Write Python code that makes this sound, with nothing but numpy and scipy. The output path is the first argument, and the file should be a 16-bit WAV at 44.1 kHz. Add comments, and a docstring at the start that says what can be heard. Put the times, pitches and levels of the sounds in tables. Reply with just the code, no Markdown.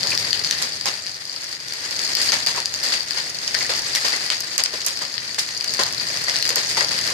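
"""Small hail and rain fall on a concrete driveway, heard from the mouth of a garage.
It opens dense, over a far hiss and a low roof murmur, and thins out from about 0.8 s.
From 2 s it comes back in bursts, with nearer stones pattering and the closest ticking or splashing.
Throughout, big stones clack on the building's panels; the hardest knock comes at 5.8 s.
Close ticks crowd together around 6.4 s. Stones are filtered clicks; the rest is shaped noise and tones."""
import sys
import numpy as np
from scipy import signal
from scipy.fft import rfft, irfft
from scipy.io import wavfile
from scipy.ndimage import uniform_filter1d, minimum_filter1d

SR = 44100
rng = np.random.default_rng(int(sys.argv[2]) if len(sys.argv) > 2 else 0)


def wav_out(sig):
    """Save sig, one row per channel (or a flat mono array), as 16-bit PCM at SR to the path in sys.argv[1]."""
    wavfile.write(sys.argv[1], SR, np.round(np.clip(np.atleast_2d(sig).T, -1, 1) * 32767).astype(np.int16))


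N = 314433  # length in samples
PORT_DELAY_S = .00039  # sound's travel time from one microphone port to the other


def amp(db):
    """Turns decibels into a gain."""
    return 10 ** (np.asarray(db) / 20)


def unit_rms(x):
    """Scales a sound to a mean power of one."""
    return x / np.sqrt(np.mean(x ** 2) + 1e-20)


def read(points, hz):
    """Reads a table of (Hz, value) along a logarithmic pitch axis."""
    f, value = np.transpose(points)
    return np.interp(np.log(hz + 1), np.log(f), value)


def curve(points):
    """Reads a table of (seconds, value) at every sample."""
    return np.interp(np.arange(N) / SR, *np.transpose(points))


def add(mix, s, sound):
    """Mixes a stereo sound in at s seconds."""
    part = mix[:, max(round(s * SR), 0):][:, :sound.shape[1]]
    part += sound[:, :part.shape[1]]


def colour(x, points, size=2048):
    """Filters with the given (Hz, dB) response; nothing sounds before its cause."""
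    log_gain = np.log(amp(read(points, abs(np.fft.fftfreq(size, 1 / SR)))))
    # minimum phase: the phase follows from the log gain
    taps = np.fft.ifft(np.exp(np.conj(signal.hilbert(log_gain)))).real
    return signal.oaconvolve(x, taps[None, :size // 2], axes=1)[:, :x.shape[1]]


def diffuse(size):
    """Noise from all sides: alike at both ports in the bass, mostly unrelated in the treble."""
    a, b = rfft(rng.standard_normal((2, size)))
    same = np.sinc(2 * PORT_DELAY_S * np.fft.rfftfreq(size, 1 / SR)) * .96
    return irfft(np.array([a, same * a + np.sqrt(1 - same ** 2) * b]), size)


def wander(per_s):
    """A random curve of unit rms that heads for a new value per_s times a second."""
    knots = rng.standard_normal(N // 16)
    return unit_rms(np.interp(np.arange(N) / SR * per_s, np.arange(len(knots)), knots))


# How loud the roof drums over time. Each row: time in seconds, relative level in dB.
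ROOF_LEVEL = [(0, -40), (.62, -45.5), (1.35, -56.5), (2.25, -46), (2.85, -50.5), (3.7, -46.5),
              (4.65, -51.5), (5.6, -50), (5.88, -43), (6.3, -47), (7.13, -41.5)]
# What the roof lets through. Each row: frequency in Hz, gain in dB.
ROOF_COLOUR = [(20, -30), (40, -54), (60, -8), (90, -0.5), (120, 3.5), (170, -1), (230, -8.5), (400, -11),
               (1000, -19.5), (4000, -89)]


def drumming(db=3):
    """The roof passes on only the low murmur of the stones: noise stripped of its treble."""
    murmur = unit_rms(colour(diffuse(N), ROOF_COLOUR, size=8192))
    return murmur * amp(db + curve(ROOF_LEVEL))


# Tone of the far hiss. Each row: frequency in Hz, gain in dB.
HISS_COLOUR = [(40, -21.5), (250, 2.5), (550, 2), (1000, 2.5), (1550, 4.5), (2000, 9), (3000, 4.5),
               (4500, 5), (8000, -2.5), (15000, -6.5)]


def hiss(level, db=-8, per_s=60, swell=1.0, fade_s=0.019, grain_db=1.5):
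    """Far stones and rain, too many to tell apart; larger ones lift the hiss at once, then it fades."""
    lands = (rng.random(N) < per_s / SR) * np.minimum(rng.exponential(1, N), 3)
    power = 1 + swell * signal.lfilter([1], [1, -np.exp(-1 / (fade_s * SR))], lands)
    steady = colour(diffuse(N), HISS_COLOUR)
    return steady * amp(db + level + grain_db * wander(600)) * np.sqrt(power)


def ring(hz, t60, split=0.0447, rise_s=0.00091, size=6144):
    """Something small and hard rings in a close pair of modes, blurred by its own rattling."""
    t = np.arange(size) / SR
    late = t + PORT_DELAY_S * rng.random((2, 1))
    upper = hz * (1 + split * rng.uniform(0.67, 1.55))
    # the pitch jitters at random, which widens each mode
    width_hz = 60 + .06 * hz
    blur = np.cumsum(rng.standard_normal((2, size)), axis=1) * np.sqrt(2 * np.pi * width_hz / SR)
    main_mode = np.sin(2 * np.pi * hz * late + blur[0])
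    upper_mode = .5 * np.sin(2 * np.pi * (upper * late + rng.random()) + blur[1])
    return (main_mode + upper_mode) * (1 - np.exp(-t / rise_s)) * amp(-60 * t / t60)


def plinks(level, low_hz, high_hz, per_s, db, t60, spread_db=0.5, count=900):
    """Faint rings at random moments, each at a pitch of its own."""
    out = np.zeros((2, N))
    chances, pitches, sizes = rng.random((count, 3)).T
    starts = np.cumsum(-np.log(1 - chances)) / per_s
    for s, pitch, bulk in zip(starts, pitches, sizes):
        if s < N / SR:
            hz = low_hz * (high_hz / low_hz) ** pitch
            plink_db = db + level[int(s * SR)] + spread_db * 2 * (bulk ** 2 + 1.0)
            add(out, s, ring(hz, t60, size=3072) * amp(plink_db))
    return out


def stone(bright_db, pan_db, shatter=.13, shatter_s=.001, ring=.2, ring_s=.0006, size=320):
    """One impact: a sharp contact, cracking ice and a brief ring, higher for small bright stones."""
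    t, hz = np.arange(size) / SR, np.fft.rfftfreq(size, 1 / SR)
    bright_db = np.clip(bright_db, -8, 12)
    ring_hz = 5100 * 2 ** (bright_db / 48 + rng.uniform(-0.35, 0.27))
    crack = (t == 0) + shatter * rng.standard_normal(size) * np.exp(-t / shatter_s)
    spectrum = rfft(crack + ring * np.cos(2 * np.pi * ring_hz * t) * np.exp(-t / ring_s))
    # strength is reckoned in one band, before the tilt in dB per octave
    spectrum /= np.sqrt(np.mean(abs(spectrum[(hz > 3500) & (hz < 6000)]) ** 2))
    spectrum *= amp(bright_db * np.log2(np.clip(hz, 4000, 10000) / 4600))
    # the nearer port hears it louder and sooner
    side = np.array([[1], [-1]])
    delay = PORT_DELAY_S * (1 - side * np.clip(pan_db / 10, -1, 1) ** 3 / 2)
    return irfft(spectrum * np.exp(-2j * np.pi * hz * delay), size) * amp(side * pan_db / 2)


# Tone of the nearer stones. Each row: frequency in Hz, gain in dB.
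PATTER_COLOUR = [(100, -1.5), (800, 1.5), (2000, -10), (4500, 7.5), (8000, -4.5), (15000, -4)]


def patter(level, per_s, db, spread_db, count=32):
    """Stones land at random; each kind has its own crack and direction, small ones outnumber large."""
    out = np.zeros((2, N))
    lands = rng.random(N) < per_s / SR
    bulk = np.minimum(rng.exponential(1, N), 2.5)
    sizes = amp(db + level + spread_db * bulk) * lands
    kind = rng.integers(0, count, N)
    for k, bright_db in enumerate(np.linspace(-4, 6, count)):
        impact = stone(bright_db, rng.normal(0, 2.4))
        left, right = signal.oaconvolve((sizes * (kind == k))[None], impact, axes=1)[:, :N]
        # they fall on all sides, so either port may lead
        out += [np.roll(left, round(rng.uniform(-1, 1) * PORT_DELAY_S * SR)), right]
    return colour(out, PATTER_COLOUR)


# Stones that set something ringing, such as pots or trim; the low rows (below about 1 kHz) are panels ringing
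# under big knocks. # Each row: start in seconds, pitch in Hz, relative level in dB.
PING_HITS = [(.117, 2415, -17.5), (2.284, 4560, -18), (2.333, 1760, -23), (2.575, 1012, -20.5),
             (3.546, 1770, -17.5), (3.609, 2090, -21.5), (3.648, 1980, -23.5), (3.967, 1954, -20),
             (4.134, 2030, -17), (4.738, 510, -26.5), (5.795, 412, -22), (6.282, 1986, -17.5),
             (6.503, 480, -26.5), (6.566, 478, -24.5), (6.775, 906, -20), (6.807, 2020, -15)]


def pings(db=-1, t60=.09):
    """The clearest rings: stones that hit a loose object, and panels ringing low under some big knocks."""
    out = np.zeros((2, N))
    for s, hz, level_db in PING_HITS:
        add(out, s, ring(hz, t60) * amp(db + level_db))
    return out


# Big stones on the panels. Each row: start in seconds, strength in dB,
# hardness in dB (a harder blow has more clack and rattle and less thump).
PANEL_KNOCKS = [(.038, -23, -10), (.123, -24.5, -5), (.618, -26.5, -2.5), (0.8579, -19, -1),
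                (2.32, -18.5, -1), (2.464, -20, 1.5), (2.548, -23, -4.5), (2.572, -24.5, -3.5),
                (2.832, -28, -4), (2.921, -26, 4.5), (3.172, -26, 0.5), (3.538, -23.5, -1),
                (3.608, -30.5, -3), (3.694, -18.5, -3.5), (3.95, -25.5, 0), (4.047, -20, -0.5),
                (4.122, -24.5, -1.5), (4.302, -25, 2.5), (4.58, -20, -0.5), (4.735, -30.5, 1.5),
                (4.864, -26.5, -5), (5.014, -25, -2.5), (5.383, -27.5, 2.5), (5.791, -12.5, -5.5),
                (6.277, -22.5, -1), (6.501, -29, -17), (6.563, -20.5, -1), (6.77, -17.5, -1.5),
                (6.806, -18, -5.5), (6.913, -26.5, -1), (7.1, -26, -0.5)]
# The panels' low modes, before a small random shift. Each row: pitch in Hz, level in dB.
LOW_MODES = [(332, -16), (408, -2.5), (507, -1.5), (549, 3.5), (646, -4.5), (908, -5), (1023, 3.5),
             (1195, -12), (1590, -9)]
# The panels' dense ringing. 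Each row: frequency in Hz, gain in dB.
BODY_COLOUR = [(60, -69), (200, -12), (400, -9), (800, 4.5), (1300, 2.5), (2500, -8), (5000, -82),
               (15000, -77)]
# The panels' bright rattle. Each row: frequency in Hz, gain in dB.
RATTLE_COLOUR = [(40, -34), (200, -0.5), (900, -17), (2000, 6), (4000, 4.5), (6500, 0.5), (9000, -6.5),
                 (15000, -10)]
# The clack of stone meeting panel. Each row: frequency in Hz, gain in dB.
CLACK_COLOUR = [(60, -40), (400, -4), (900, -2), (2000, 1), (5000, -15), (15000, -28)]
REBOUND_S, REBOUND_DB = .011, -4.5  # chatter: average time between contacts, change at each
BOUNCE_S, BOUNCE_DB = .075, -16  # the stone lands again about this much later, and weaker
WALL_S, WALL_DB, WALL_T60 = 0.015, -3, 0.08  # the back wall's return: delay, level, decay in s
THUMP_T60_S = .17
THUMP_PER_HARDNESS = -0.71  # dB of thump for each dB of hardness


def knocks(body_db=2.0, rattle_db=0.5, thump_db=-17.0, clack_db=30, rise_s=0.0017,
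           soft_rise_s=0.00032, body_t60=0.27, rattle_t60=0.26, grain_db=3.0, spot_db=0.5,
           count=4, size=16384):
    """Big stones clack and chatter; panel modes swell, slower if soft, and vary from spot to spot."""
    t = np.arange(size) / SR
    body, rattle, thump, clack = np.zeros((4, 2, N))
    for start, strength_db, hard_db in PANEL_KNOCKS:
        rise = 1 - np.exp(-t / (rise_s + soft_rise_s * np.clip(-hard_db, 0, 10)))
        bright_db = strength_db + hard_db

        gaps = REBOUND_S * rng.uniform(.5, 1.5, count)
        for k, s in enumerate(start + np.cumsum(gaps) - gaps[0]):
            contact_db = clack_db + bright_db + k * REBOUND_DB
            add(clack, s, stone(0, rng.normal(0, 6.1)) * amp(contact_db))

        again = start + BOUNCE_S * rng.uniform(.7, 1.3)
        for s, db in (start, strength_db), (again, strength_db + BOUNCE_DB):
            add(body, s, diffuse(size) * rise * amp(body_db + db - 60 * t / body_t60))
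            rattle_fade = amp(rattle_db + db + hard_db - 60 * t / rattle_t60)
            add(rattle, s, diffuse(size) * rise * rattle_fade)
        wall_fade = amp(WALL_DB + bright_db - 60 * t / WALL_T60)
        add(rattle, start + WALL_S, diffuse(size) * rise * wall_fade)

        low_db = thump_db + strength_db + THUMP_PER_HARDNESS * hard_db
        for hz, db in LOW_MODES:
            late = t + PORT_DELAY_S * rng.uniform(-0.69, 1.0, (2, 1))
            turns = hz * rng.uniform(0.94, 1.04) * late + rng.random()
            mode_db = low_db + db + spot_db * rng.uniform(-4.2, 1)
            add(thump, start, np.sin(2 * np.pi * turns) * rise * amp(mode_db - 60 * t / THUMP_T60_S))
    grain = amp(grain_db * wander(450))
    ringing = colour(body * np.sqrt(grain), BODY_COLOUR) + colour(rattle * grain, RATTLE_COLOUR)
    return colour(clack, CLACK_COLOUR) + ringing + thump


# Stones that burst into ice and water. 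Each row: start in seconds, relative level in dB.
BURSTS = [(0.102, -42.5), (0.192, -44.5), (0.619, -43), (2.215, -38), (2.258, -39), (2.469, -40),
          (2.835, -41), (3.951, -36.5), (4.056, -45), (4.866, -37.5), (5.389, -39.5), (6.558, -45),
          (6.691, -39.5)]
# The fizz of a splash. Each row: frequency in Hz, gain in dB.
SPRAY_COLOUR = [(500, -4.5), (2500, 20), (5000, 20.5), (8000, 18), (15000, 14.5)]


def splashes(db=-1, rise_s=0.00023, t60=0.23, grain_db=3, size=8192):
    """Fragments and droplets scatter over the wet concrete in a short, grainy fizz."""
    t, out = np.arange(size) / SR, np.zeros((2, N))
    for s, level_db in BURSTS:
        fade = (1 - np.exp(-t / rise_s)) * amp(db + level_db - 60 * t / t60)
        add(out, s, diffuse(size) * fade)
    return colour(out * amp(grain_db * wander(700)), SPRAY_COLOUR)


# Close stones on the concrete. Each row: time in seconds, strength in dB,
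# brightness in dB per octave (stone() limits it), left minus right in dB.
CLOSE_STONES = [(0.0095, 0.5, -7, 2), (0.0316, 7, -7, 5.5), (0.0715, 4.5, 4, 3.0), (0.1764, 14, -2, 4.5),
                (0.2477, 0, -11, 5), (0.33, 17, -6.5, 2.5), (0.3751, -1, 3, 6), (0.3932, 1.5, 4, 3),
                (0.4399, 0, 0, -1), (0.447, 2.5, -10, 0), (0.4743, 0, -11, 4.5), (0.5106, 16, -0.5, 4),
                (0.5774, -3, -2, 1.0), (0.6246, 4.5, 4, -5), (0.8118, 3, -0.5, 1.5), (0.8575, 6.5, 1, -6),
                (1.0656, 0, 0.5, 4), (1.5279, -3, 1, 1.5), (1.6837, -2, 2.5, 2), (1.7373, -3.5, 6.5, 2),
                (1.9929, 4, 3, 3), (2.152, 14, 2.5, 7), (2.1696, 3.5, -1, 2), (2.3205, 14, 2, 5),
                (2.464, 10.5, 0, -14), (2.4713, 12, -16, 6.5), (2.6027, 3.5, 1, -1.0),
                (2.6577, 7.5, 3, 3.5), (2.7406, 5, -2, -5), (3.1086, 4, 0, 6.5), (3.4783, 8, -9, -9),
                (3.5452, 6, -2, 6.5), (3.5496, 13, -1, 3.5), (3.6084, 5, -12, -4.5), (3.6965, 1.5, -5, 6),
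                (3.7375, 4.5, -11, 1), (3.9512, 10, 1.5, 1), (3.959, 6.5, 0, 7.5), (4.0474, -2, -7, -3),
                (4.0843, 6, 2, 4.5), (4.1295, 5, -4.0, 3), (4.1873, -7, -6, -1), (4.3024, 14.5, -12, 2),
                (4.4054, -2.5, 8, 5), (4.58, 14, 10, -5.5), (4.6377, 12.5, 12.5, 6.0), (4.6597, 10, -9, -5),
                (4.8174, 2.5, -7.0, 2), (4.8643, 5, 15, -4), (4.974, 1, 3.5, 1), (5.0222, -7, 6.5, 5.5),
                (5.1803, 4.5, -7.5, 6), (5.345, -3, 0.5, 1), (5.394, 8, -3, -7.5), (5.4894, 0, -2, 5),
                (5.6095, 5, -4, 2.5), (5.6444, 3.5, -0.5, 5.5), (5.7384, 2.5, 9, 6), (5.7813, -4, -9, -1.5),
                (5.8202, 0, -2, 8), (5.8356, 13, -3, -8), (5.9358, 1, -10, -3), (5.9803, -0.5, 1, 9),
                (6.0038, -3, -4, 6), (6.1728, 1.5, -1, 6), (6.2408, -2, 10, -1), (6.2971, 10.5, -3.5, 2.5),
                (6.3589, 7.5, -8, 3.5), (6.3651, 8.5, 1, 6.5), (6.4112, -12, -3, 0), (6.426, 13.5, 0, 6),
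                (6.4534, 5.5, -1.5, 0), (6.4781, -1, 7.5, 6), (6.492, 8.5, 6, 6), (6.5048, 6, 0.5, 2),
                (6.5585, 9, 9, -6), (6.8084, 7, 0, 3.5), (6.8856, 2.5, -2, 3), (6.9896, 5, -0.5, 0.0),
                (7.0408, 1, -4, 7.5), (7.0678, 3, 1, -3), (7.0755, 3.5, 1, 0)]
# The crack of a close stone. Each row: frequency in Hz, gain in dB.
CRACK_COLOUR = [(50, -31), (700, -17), (2000, -2.5), (3500, -0.5), (6000, 0.5), (10000, -8), (15000, -1.5)]


def ticks():
    """The closest stones, each a separate impact with more shattering ice."""
    out = np.zeros((2, N))
    for s, strength_db, bright_db, pan_db in CLOSE_STONES:
        impact = stone(bright_db, pan_db, shatter=.25, shatter_s=.001, ring=.18, ring_s=.0007)
        # start early to make up for the delay inside stone()
        add(out, s - PORT_DELAY_S, amp(strength_db) * impact)
    return colour(out, CRACK_COLOUR)


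# How long the garage echoes. Each row: frequency in Hz, time to fall 60 dB in seconds.
GARAGE_DECAY = [(150, 0.48), (1000, 0.44), (5000, 0.11), (14000, 0.024)]


def garage(x, first_s=0.002, size=22050):
    """Sparse reflections off floor and walls, the treble dying first."""
    reflects = rng.random((2, size)) < 2500 / SR  # about 2500 reflections a second
    taps = rng.standard_normal((2, size)) * reflects * (np.arange(size) > first_s * SR)
    hz, t, z = signal.stft(taps, SR, nperseg=256)
    fade = amp(-60 * t / read(GARAGE_DECAY, hz)[:, None])
    tail = signal.istft(z * fade, SR, nperseg=256)[1]
    tail /= np.linalg.norm(tail, axis=1, keepdims=True)
    return signal.oaconvolve(x, tail, axes=1)[:, :N]


# How hard it falls. Each row: time in seconds, relative level in dB.
FALL_LEVEL = [(0, -24.5), (.2, -26), (.42, -26), (.58, -25.5), (.8, -30), (1.03, -33.5), (1.2, -34),
              (1.37, -32.5), (1.64, -34.5), (2.02, -25), (2.27, -22.5), (2.5, -27.5), (2.67, -32),
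              (2.88, -23), (3.06, -31), (3.15, -25), (3.29, -31), (3.6, -25.5), (3.95, -25), (4.4, -28.5),
              (4.55, -30), (4.65, -30), (4.87, -28.5), (5.27, -32.5), (5.87, -26), (6.15, -27),
              (6.55, -24.5), (7.13, -27)]


def scene(patter_room_db=-7, tick_room_db=-8):
    """Hail at three distances, the things it rings, the building's sounds, and the garage's echo."""
    level = curve(FALL_LEVEL)
    background = drumming() + hiss(level)
    rings = plinks(level, 3500, 7500, per_s=60, db=-3.5, t60=.04) + pings()
    # many weaker stones and fewer stronger ones
    stones = patter(level, per_s=300, db=7.5, spread_db=3.0)
    stones += patter(level, per_s=70, db=14.5, spread_db=4.0)
    close = ticks()
    echo = garage(amp(patter_room_db) * stones + amp(tick_room_db) * close)
    return background + rings + stones + knocks() + splashes() + close + echo


# Tone of the two microphone ports. 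Each row: frequency in Hz, left gain in dB, right gain in dB.
PORT_COLOUR = [(102, -5.5, -6), (583, .5, 0), (890, -1, -2), (1330, 1.5, -2), (1830, 7.3, -.5),
               (2200, 2.5, -3), (2700, 1.5, -2), (3590, 2.2, -.2), (4000, 4.8, -1), (4300, 9.3, .3),
               (4670, 13.4, 2.5), (5000, 11.5, 5.3), (5350, 5.8, 6.2), (5800, 2, 3), (6400, -2.5, 7.7),
               (7500, -5, 4.8), (8600, -4.5, 4), (10660, -12.5, 1), (15200, -5, -13.5)]
EDGE_HZ = 14900  # top of the band
# limiter: rms threshold (of full scale), look ahead and behind (s), share of the excess dB removed
LIMIT, LIMIT_S, LIMIT_SHARE = .42, .012, .58


def record(dry):
    """Ports add resonances; a limiter ducks around loud peaks, whose tips may clip; the top is cut."""
    ports = np.array(PORT_COLOUR)
    heard = np.vstack([colour(dry[c:c + 1], ports[:, [0, c + 1]]) for c in range(2)])
    low_pass = signal.firwin(255, EDGE_HZ, window=("kaiser", 8), fs=SR)
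    heard = signal.oaconvolve(heard, low_pass[None], "same", axes=1)
    reach = round(LIMIT_S * SR)
    # loudness over 1 ms, taken from the louder port
    loudness = np.sqrt(abs(uniform_filter1d(heard ** 2, size=44, axis=1))).max(0)
    allowed = (LIMIT / np.maximum(loudness, LIMIT)) ** LIMIT_SHARE
    gain = uniform_filter1d(minimum_filter1d(allowed, 2 * reach + 1), reach)
    overloaded = np.clip(heard * gain, -.85, .85)
    return signal.oaconvolve(overloaded, low_pass[None], "same", axes=1)


dry = scene()
out = record(dry)
wav_out(out)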